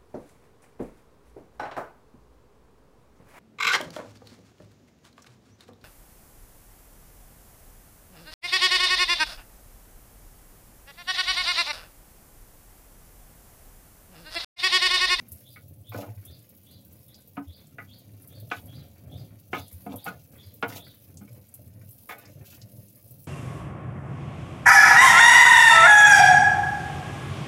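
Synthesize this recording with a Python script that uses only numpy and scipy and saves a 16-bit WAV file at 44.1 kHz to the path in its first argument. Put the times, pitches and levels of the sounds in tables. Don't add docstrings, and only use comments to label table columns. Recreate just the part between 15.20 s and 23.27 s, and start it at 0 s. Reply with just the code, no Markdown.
import sys
import numpy as np
from scipy import signal
from scipy.fft import rfft, irfft, next_fast_len
from scipy.io import wavfile
from scipy.ndimage import uniform_filter1d, map_coordinates

SR = 44100
rng = np.random.default_rng(int(sys.argv[2]) if len(sys.argv) > 2 else 0)


def generate_wav(sig):
    pcm = np.round(np.clip(np.atleast_2d(sig).T, -1, 1) * 32767).astype(np.int16)
    wavfile.write(sys.argv[1], SR, pcm)


N = 355887

# (time [s], level before trim [dB], thud re middle band [dB], clack re middle band [dB],
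# time between rebounds [s], loss per rebound [dB], resonance of that spot [Hz], its lift [dB], dull above [Hz])
KNOCKS = [(.359, -50, -17, 7, 0.0035, 3, 1930, 14.5, 3000), (0.718, -35, -19, 0, 0.019, 31, 1110, 10, 2600),
          (.744, -26, 1, -5, 0.011, 12, 540, 11, 3500), (.826, -29.5, -20, -5, 0.013, 9, 580, -5, 1500),
          (2.168, -28, -12, -4.5, .006, 10, 1060, -11, 3280),
          (2.175, -21.5, 2, -25, .016, 43, 790, 0, 2600),
          (2.583, -30, -10, 5.5, 0.016, 7.5, 1880, 7.5, 1890),
          (3.313, -17.5, -9.5, 1, 0.0084, 37.5, 1340, 6.5, 6340),
          (4.3296, -15, -4.5, -2.5, 0.0065, 9.5, 2270, 4, 3600),
          (4.344, -22.5, -5, -4.5, 0.0099, 19, 1300, 10, 3000),
          (4.662, -35, 11, -6.5, 0.011, 16.5, 790, 19.5, 4000),
          (4.855, -36.5, -14.5, -19, 0.0064, 3, 730, 17, 2500),
          (4.8635, -23, -6, -5.5, .011, 10, 1450, 4, 4030), (5.425, -12, -9, -3, 0.007, 8, 890, 5, 5000),
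          (5.665, -53.5, 7, 6.5, 0.01, 28, 1590, 13.5, 2600),
          (6.01, -43.5, 6.5, -8, .016, 7, 213, 13, 4000), (6.076, -64, 23, 13, 0.012, 18, 2270, 7.5, 5000),
          (6.891, -26.5, -20, -4.5, 0.015, 2, 1840, 12.5, 7550)]
CHATTER_S, SPOT_WIDTH = .003, .14


def knocks(count=3):
    out = np.zeros(N)
    for s, db, thud_db, clack_db, gap, loss_db, spot_hz, lift_db, dull_hz in KNOCKS:
        softness = signal.butter(3, dull_hz, fs=SR, output="sos")

        def spot(hz):
            return 1 + (amp(lift_db) - 1) * resonance(hz, spot_hz, SPOT_WIDTH * spot_hz)

        for k in range(count):
            blow = filtered(contact(CHATTER_S, thud_db, clack_db), spot)
            blow = signal.sosfilt(softness, blow)
            add(out, s + k * gap, amp(db - 13.5 - k * loss_db) * blow)
    return out


# (frequency [Hz], relative level [dB])
CONTACT = [(60, -12.5), (130, -6.5), (450, -4), (750, 7), (1030, 6.5), (1400, 1.5), (1850, -6.5),
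           (2300, 8.5), (3200, -9), (5000, -14), (9000, -18.5), (16000, -48)]


def contact(chatter, thud_db, clack_db):
    t = np.arange(int(SR * .3)) / SR
    impacts = rng.random(len(t)) < 600 / SR
    force = impacts * rng.normal(0, .6, len(t)) * np.exp(-(t / chatter) ** 2)
    force[0] = 1
    energy = force ** 2 / np.sum(force ** 2)
    wood_power = signal.fftconvolve(energy, amp(-60 * t / 0.04) ** 2)[:len(t)]
    wood = 2.6 * np.sqrt(np.abs(wood_power)) * coloured(rng.standard_normal(len(t)), CONTACT)
    clay = pot_ring(t, driven=chatter, scatter_db=4) * np.sqrt(np.cumsum(energy))
    blow = (clay + wood) * (1 - np.exp(-t / 0.0014))
    blow = blow + amp(-2.5) * echo(blow, ROOM)
    mixed = np.zeros(len(t))
    for edges_hz, db in (([90, 400], thud_db), ([400, 1500], 0), ([1500, 15000], clack_db)):
        part = signal.sosfilt(signal.butter(3, edges_hz, "band", fs=SR, output="sos"), blow)
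        loudest = np.sqrt(uniform_filter1d(part ** 2, size=441).max())
        mixed += amp(db) * part / loudest
    return mixed


# (frequency [Hz], relative level [dB], 60 dB decay time [s])
POT = [(172, -4, .12), (197, -2.5, .2), (278, 1.5, .13), (345, -3, .04), (463, 1, .07), (565, -6, .088),
       (715, 5.5, .06), (810, 6.5, .06), (905, 1, .04), (1048, .5, .05), (1252, 2.5, .07), (1340, -2, .04),
       (1445, 1.5, .06), (1505, -1, .09), (1700, -3, .05), (1840, -9, .03), (1980, -8, .08),
       (2130, -5, .06), (2224, -1.5, .07), (2400, -5, .07), (2640, -5, .04), (2850, -11, .07),
       (3085, -10, .06), (3460, -12, .06), (3770, -14, .06)]


def pot_ring(t, driven, scatter_db):
    hz, db, t60 = np.transpose(POT)[:, :, None]
    fall_db = 60 * np.maximum(t - driven, 0) / t60
    strength = amp(db + scatter_db * rng.standard_normal(hz.shape) - fall_db)
    return np.sum(strength * np.sin(2 * np.pi * (hz * t + rng.random(hz.shape))), axis=0)


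# (time of full strength [s], length [s], scrape on the wall [dB],
# rasp of the spoon's edge [dB], centre of the rasp [Hz], rustle of the food before trim [dB])
STROKES = [(0.741, 0.083, -43, -58.5, 2300, -51.5), (0.838, 0.038, -56, -69, 1900, -93),
           (3.308, 0.078, -59, -53, 2640, -59), (4.335, 0.061, -50, -52, 2880, -51.5),
           (4.701, 0.033, -45.5, -57.5, 2680, -65), (4.865, 0.029, -48.5, -43, 1490, -48),
           (5.494, 0.054, -45.5, -53, 1920, -46), (5.562, 0.02, -77, -52, 3240, -46),
           (6.962, 0.084, -65, -63.5, 2210, -78), (6.898, 0.023, -51.5, -55.5, 3300, -51),
           (7.258, 0.096, -80, -68, 3690, -57)]
# (frequency [Hz], relative level [dB per Hz])
SCRAPE = [(40, -59.5), (120, 5.5), (300, 8), (650, 12), (900, 3), (1500, 4), (1900, 16.5), (2500, -16),
          (3600, -19), (6000, -41), (12000, -37)]
STROKE_ATTACK_S, SCRAPE_RELEASE_S = 0.022, 0.22
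PRESSED_T60_S = .15
EDGE_HZ = 1100


def scraping():
    start, length, scrape_db, *_ = np.transpose(STROKES)
    t = np.arange(SR // 4) / SR
    slips = coloured(grains(rate=380, spread_db=3.5, life=0.00023), SCRAPE)
    damped_pot = amp(-60 * t / PRESSED_T60_S) * pot_ring(t, driven=0, scatter_db=0)
    rub = .45 * slips + 1.2 * unit(signal.fftconvolve(slips, damped_pot)[:N])
    body = filtered(rub, lambda hz: 1 / (1 + (hz / EDGE_HZ) ** 6))
    return drifting(body) * swells(zip(start, length, scrape_db), STROKE_ATTACK_S, SCRAPE_RELEASE_S)


RASP_DRIFT = .018


def drifting(x):
    moved = np.arange(N) + np.cumsum(RASP_DRIFT * wobble(22))
    return map_coordinates(x, [moved], order=3)


# (frequency [Hz], relative level [dB])
SPOON = [(1260, 12.5), (1440, 12.5), (1700, 2), (2000, 0), (2330, 4.5), (2620, 7.5), (2880, -4), (3380, 6),
         (3650, 7.5)]
SPOON_WIDTH_HZ, RASP_OCTAVES, RASP_FLICKER_DB = 46, .8, 4.5
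RASP_RELEASE_S = 0.051
GRIT_DB = 1


def rasping():
    out, size = np.zeros(N), SR // 2
    t = np.arange(size) / SR
    slips = grains(rate=600, spread_db=3, life=.0007)
    mode_hz, mode_db = np.transpose(SPOON)
    for s, length, _, db, centre_hz, _ in STROKES:
        start = s - STROKE_ATTACK_S
        stroke = swells([(STROKE_ATTACK_S, length, db)], STROKE_ATTACK_S, RASP_RELEASE_S, size=size)
        force = slips[int(start * SR):][:size] * stroke
        grit = filtered(force, lambda hz: resonance(hz, centre_hz, centre_hz) ** 2)
        add(out, start, amp(GRIT_DB) * grit * np.sqrt(SR / (np.pi * centre_hz)))
        weights = amp(mode_db) / (1 + (np.log2(mode_hz / centre_hz) / RASP_OCTAVES) ** 2)
        for f, weight in zip(mode_hz, weights / np.linalg.norm(weights)):
            uneven = force * amp(RASP_FLICKER_DB * wobble(30, size=size))
            ring = filtered(uneven, lambda hz: resonance(hz, f, SPOON_WIDTH_HZ))
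            bent = np.interp(t + np.cumsum(RASP_DRIFT * wobble(22, size=size)) / SR, t, ring)
            add(out, start, 0.55 * weight * bent * np.sqrt(SR / (np.pi * SPOON_WIDTH_HZ)))
    return out


# (time [s], pressure of the spoon [dB])
PRESSURE = [(0.0, -60.5), (0.61, -82.5), (0.92, -63), (1.28, -70), (2.25, -76), (2.4, -69), (3.86, -64.5),
            (4.23, -70.5), (4.83, -63), (5.96, -71), (6.92, -72.5), (7.08, -59), (7.62, -70.5), (8.07, -79)]
# (frequency [Hz], relative level [dB per Hz])
RUMBLE = [(25, -25.5), (50, -19.5), (65, -10.5), (80, 0.5), (100, 5.5), (120, 4), (155, -4), (195, -5),
          (290, -12), (400, -20.5), (540, -12), (850, -28.5), (2000, -53)]
# (frequency [Hz], relative level [dB per Hz])
GLIDE = [(100, -38.5), (300, 12), (700, -9.5), (1050, -4), (1600, -3), (2400, -0.5), (4000, -37.5),
         (10000, -63)]
# (frequency [Hz], relative level [dB per Hz])
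RUSTLE = [(1000, -43.5), (2500, 13), (3500, 10.5), (6500, 13.5), (8500, 5), (13000, 16), (16000, 13.5)]
FOLLOWS = 0.34
DRAG_DB, GLIDE_DB = 13, -4.5
TURN_DB = 4
RUSTLE_RELEASE_S = 0.06


def stirring():
    start, length, *_, rustle_db = np.transpose(STROKES)
    pressure_db, = curves(PRESSURE)
    motion_db = pressure_db.mean() + FOLLOWS * (pressure_db - pressure_db.mean())
    judder_db, catch_db = 3.9 * wobble(12), 2.6 * wobble(18)
    dragging = coloured(grains(rate=200, spread_db=-0.5, life=0.006), RUMBLE)
    rumble = amp(motion_db + DRAG_DB + judder_db) * dragging
    gliding = coloured(grains(rate=400, spread_db=6.0, life=0.01), GLIDE)
    glide = amp(pressure_db + GLIDE_DB + catch_db) * gliding
    strokes = swells(zip(start, length, rustle_db), STROKE_ATTACK_S, RUSTLE_RELEASE_S)
    turning = amp(motion_db + TURN_DB) + strokes
    food = coloured(grains(rate=220, spread_db=1.8, life=0.008), RUSTLE)
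    rustle = turning * amp(-1.5) * food
    return rumble + glide + rustle


# (time of the swell's peak [s], level before trim [dB])
THUMPS = [(0.132, -33), (0.452, -36.5), (0.709, -29), (0.775, -25), (.903, -27), (0.986, -28), (1.104, -39),
          (2.29, -29.5), (3.218, -35.5), (3.386, -33), (3.932, -30.5), (4.407, -34), (4.553, -30.5),
          (4.76, -32), (5.275, -33.5), (5.48, -33.5), (6.123, -32), (6.465, -37), (6.611, -33),
          (7.433, -35.5)]
STOVE_HZ, STOVE_SCATTER = 101, .17


def rocking():
    out, t = np.zeros(N), np.arange(-SR // 10, SR // 10) / SR
    swell = np.exp(-(t / np.where(t < 0, .018, .03)) ** 2)
    for s, db in THUMPS:
        hz = STOVE_HZ * (1 + STOVE_SCATTER * rng.uniform(-1.1, 1))
        boom = np.sin(2 * np.pi * (hz * t + rng.random()))
        add(out, s + t[0], amp(db - 7.5) * swell * boom)
    return out


# (time of full flare [s], length [s], level [dB])
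FLARES = [(.11, 0.25, -55.5), (.7, 1.3, -64), (3.02, 0.53, -62), (4.44, 0.23, -54), (4.7, 2.2, -62),
          (6.72, 0.24, -57.5), (7.48, 0.57, -56)]
# (frequency [Hz], relative level [dB per Hz])
SIZZLE = [(2000, -30.5), (5000, -8.5), (7500, -23), (9500, -3), (12000, 1), (15500, 0.5), (17000, -0.5)]
# (time [s], level before trim [dB], centre [Hz])
SPITS = [(0.0842, -37, 12800), (0.1191, -27, 12000), (0.4813, -41, 15100), (0.6938, -36, 15100),
         (1.0515, -34, 11500), (1.291, -39, 13900), (1.3658, -44, 15000), (1.5115, -42, 12400),
         (1.6506, -43, 15500), (1.727, -44, 13300), (1.8811, -42, 12700), (1.9435, -41, 4900),
         (2.0757, -40, 14800), (2.7846, -43, 13800), (3.02, -41, 11400), (3.0749, -36, 12900),
         (3.2006, -39, 13400), (3.4575, -41, 12300), (4.1969, -43, 14000), (4.5266, -35, 11200),
         (4.7591, -30, 12500), (4.8424, -28, 12500), (5.3393, -37, 13600), (5.4809, -34, 14000),
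         (5.9718, -37, 6710), (6.34, -32, 11400), (6.6907, -36, 14600), (6.7082, -36, 12400),
         (6.8887, -38, 13100), (6.984, -37, 12700), (7.0539, -42, 5000), (7.416, -38, 5000),
         (7.9084, -37, 13900)]
SIZZLE_DB = -64.5
FLARE_ATTACK_S, FLARE_RELEASE_S = 0.12, 0.061
TICKS_PER_S, TICK_RANGE_DB = 70, 15
TICK_DB, FIZZ_DB = -5, -3.5


def frying():
    sizzle = np.hypot(amp(SIZZLE_DB), swells(FLARES, FLARE_ATTACK_S, FLARE_RELEASE_S))
    surge = amp(1.5 * wobble(11))
    bubbles = grains(rate=600, spread_db=4, life=0.003)
    out = sizzle * surge * amp(FIZZ_DB) * coloured(bubbles, SIZZLE)
    for place, pitch, size in rng.random((int(TICKS_PER_S * N / SR), 3)):
        tick = spit(8000 + 7000 * np.sqrt(pitch), width=.8, t60=.022)
        level = sizzle[int(place * N)] * amp(TICK_DB + TICK_RANGE_DB * size ** 4)
        add(out, place * N / SR, level * tick)
    for s, db, centre_hz in SPITS:
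        add(out, s, amp(db - 9) * spit(centre_hz, width=0.5, t60=0.06))
    return out


def spit(centre_hz, width, t60):
    t = np.arange(SR // 16) / SR
    noise = rng.standard_normal(len(t))
    burst = unit(filtered(noise, lambda hz: resonance(hz, centre_hz, width * centre_hz) ** 2))
    return burst * amp(-60 * t / t60)


# (frequency [Hz], 60 dB decay time [s])
ROOM = [(100, 0.16), (500, 0.17), (2000, 0.13), (6000, 0.078), (14000, 0.14)]


def shifting_echo(x, count=3):
    shares = np.array([wobble(7) for _ in range(count)])
    shares = shares / np.linalg.norm(shares, axis=0)
    return sum(share * echo(x, ROOM) for share in shares)


# (time [s], level before trim [dB])
CHIRPS = [(0.23, -66), (0.643, -65.5), (1.038, -66), (1.448, -68), (1.863, -67.5), (2.261, -65),
          (2.665, -65.5), (3.081, -65.5), (3.478, -62), (3.899, -64.5), (4.323, -59.5), (4.751, -62.5),
          (5.16, -64.5), (5.569, -61.5)]
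# (time from its start [s], nominal pitch [Hz], relative level [dB])
ARCH = [(0, 3250, -14), (.028, 3400, 1), (.044, 3480, 4.5), (.058, 3700, 0), (.07, 4250, -.5),
        (.084, 4800, 2.5), (.098, 4780, 1), (.11, 4350, -1), (.126, 3800, -3), (.15, 3000, -13)]
# (frequency [Hz], 60 dB decay time [s])
YARD = [(2000, 0.57), (5000, 0.27)]


def bird():
    out, size = np.zeros(N), int(ARCH[-1][0] * SR)
    pitch_hz, shape_db = curves(ARCH, size=size)
    for s, db in CHIRPS:
        waver = unit(uniform_filter1d(rng.standard_normal(size), size=SR // 1000))
        flutter = unit(uniform_filter1d(rng.standard_normal(size), size=SR // 200))
        hoarse_hz = pitch_hz * (1 + 0.05 * waver + rng.normal(0, 0.012))
        whistle = np.sin(2 * np.pi * np.cumsum(hoarse_hz) / SR)
        call = np.pad(amp(shape_db + 4.5 * flutter) * whistle, (0, SR // 3))
        add(out, s - .008, amp(db + 5.5) * (.15 * call + echo(call, YARD)))
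    return filtered(out, lambda hz: 1 / np.sqrt(1 + (hz / 5100) ** 60))


# (frequency [Hz], relative level [dB per Hz])
KITCHEN = [(25, -25), (60, -8.5), (110, 0.5), (300, -6.5), (400, -17.5), (580, -15.5), (950, -29.5),
           (2000, -34.5), (4500, -38.5), (8000, -57), (16000, -42)]
# (frequency [Hz], level [dB])
HUM = [(99, -70.5), (198, -73.5), (297, -78)]
AIR_DB, AIR_SWAY_DB = -63, 2


def kitchen():
    t = np.arange(N) / SR + 0.0019 * wobble(6.0)
    hum = sum(amp(db + 1.8 * wobble(31)) * np.sqrt(2) * np.sin(2 * np.pi * hz * t) for hz, db in HUM)
    air = coloured(rng.standard_normal(N), KITCHEN)
    edges_hz = [0, 180, 420, 800, 1700, 3500, SR]
    drifting_air = np.zeros(N)
    for lo, hi in zip(edges_hz, edges_hz[1:]):
        band = filtered(air, lambda hz: (hz >= lo) & (hz < hi))
        drifting_air += band * amp(AIR_SWAY_DB * wobble(11))
    return hum + amp(AIR_DB) * drifting_air


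def amp(db):
    return 10 ** (np.asarray(db) / 20)


def unit(x):
    return x / np.sqrt(np.mean(x ** 2) + 1e-20)


def along(points, hz):
    f, v = np.transpose(points)
    return np.interp(np.log(hz + 1), np.log(f + 1), v)


def curves(rows, size=N):
    s, *cols = np.transpose(rows)
    return [np.interp(np.arange(size) / SR, s, c) for c in cols]


def wobble(rate, size=N):
    knots = rng.standard_normal(int(size * rate / SR) + 4)
    return map_coordinates(knots, [np.arange(size) * rate / SR])


def swells(rows, attack, release, size=N):
    t = np.arange(size) / SR
    gain = np.zeros(size)
    for s, length, db in rows:
        fall_db = 60 * np.maximum(t - s - length, 0) / release
        gain += amp(db - fall_db) * np.clip(1 + (t - s) / attack, 0, 1) ** 2
    return gain


def filtered(x, response):
    m = next_fast_len(len(x) + SR // 4)
    return irfft(rfft(x, m) * response(np.fft.rfftfreq(m, 1 / SR)), m)[:len(x)]


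def coloured(x, spectrum):
    return unit(filtered(x, lambda hz: amp(along(spectrum, hz))))


def resonance(hz, centre, width):
    return 1j * hz * width / (centre ** 2 - hz ** 2 + 1j * hz * width)


def grains(rate, spread_db, life):
    sizes = (rng.random(N) < rate / SR) * amp(spread_db * np.minimum(rng.exponential(size=N), 4))
    power = signal.lfilter([1], [1, -np.exp(-2 / (life * SR))], sizes ** 2)
    return unit(np.sqrt(power) * rng.standard_normal(N))


def echo(x, decay):
    hz, t, z = signal.stft(rng.standard_normal(SR // 2), SR, nperseg=256)
    dying = z * amp(-60 * t / along(decay, hz)[:, None])
    tail = signal.istft(dying, SR, nperseg=256)[1]
    return signal.fftconvolve(x, tail / np.linalg.norm(tail))[:len(x)]


def add(track, s, sound):
    start = max(round(s * SR), 0)
    track[start:start + len(sound)] += sound[:N - start]


def scene():
    cooking = stirring() + scraping() + rasping() + frying()
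    tiles = amp(-2.0) * shifting_echo(cooking)
    return (knocks() + rocking() + cooking + tiles + bird() + kitchen())[None]


TOP_HZ = 15850


def record(dry):
    return filtered(dry[0], lambda hz: hz < TOP_HZ)[None]


dry = scene()
out = record(dry)
generate_wav(out)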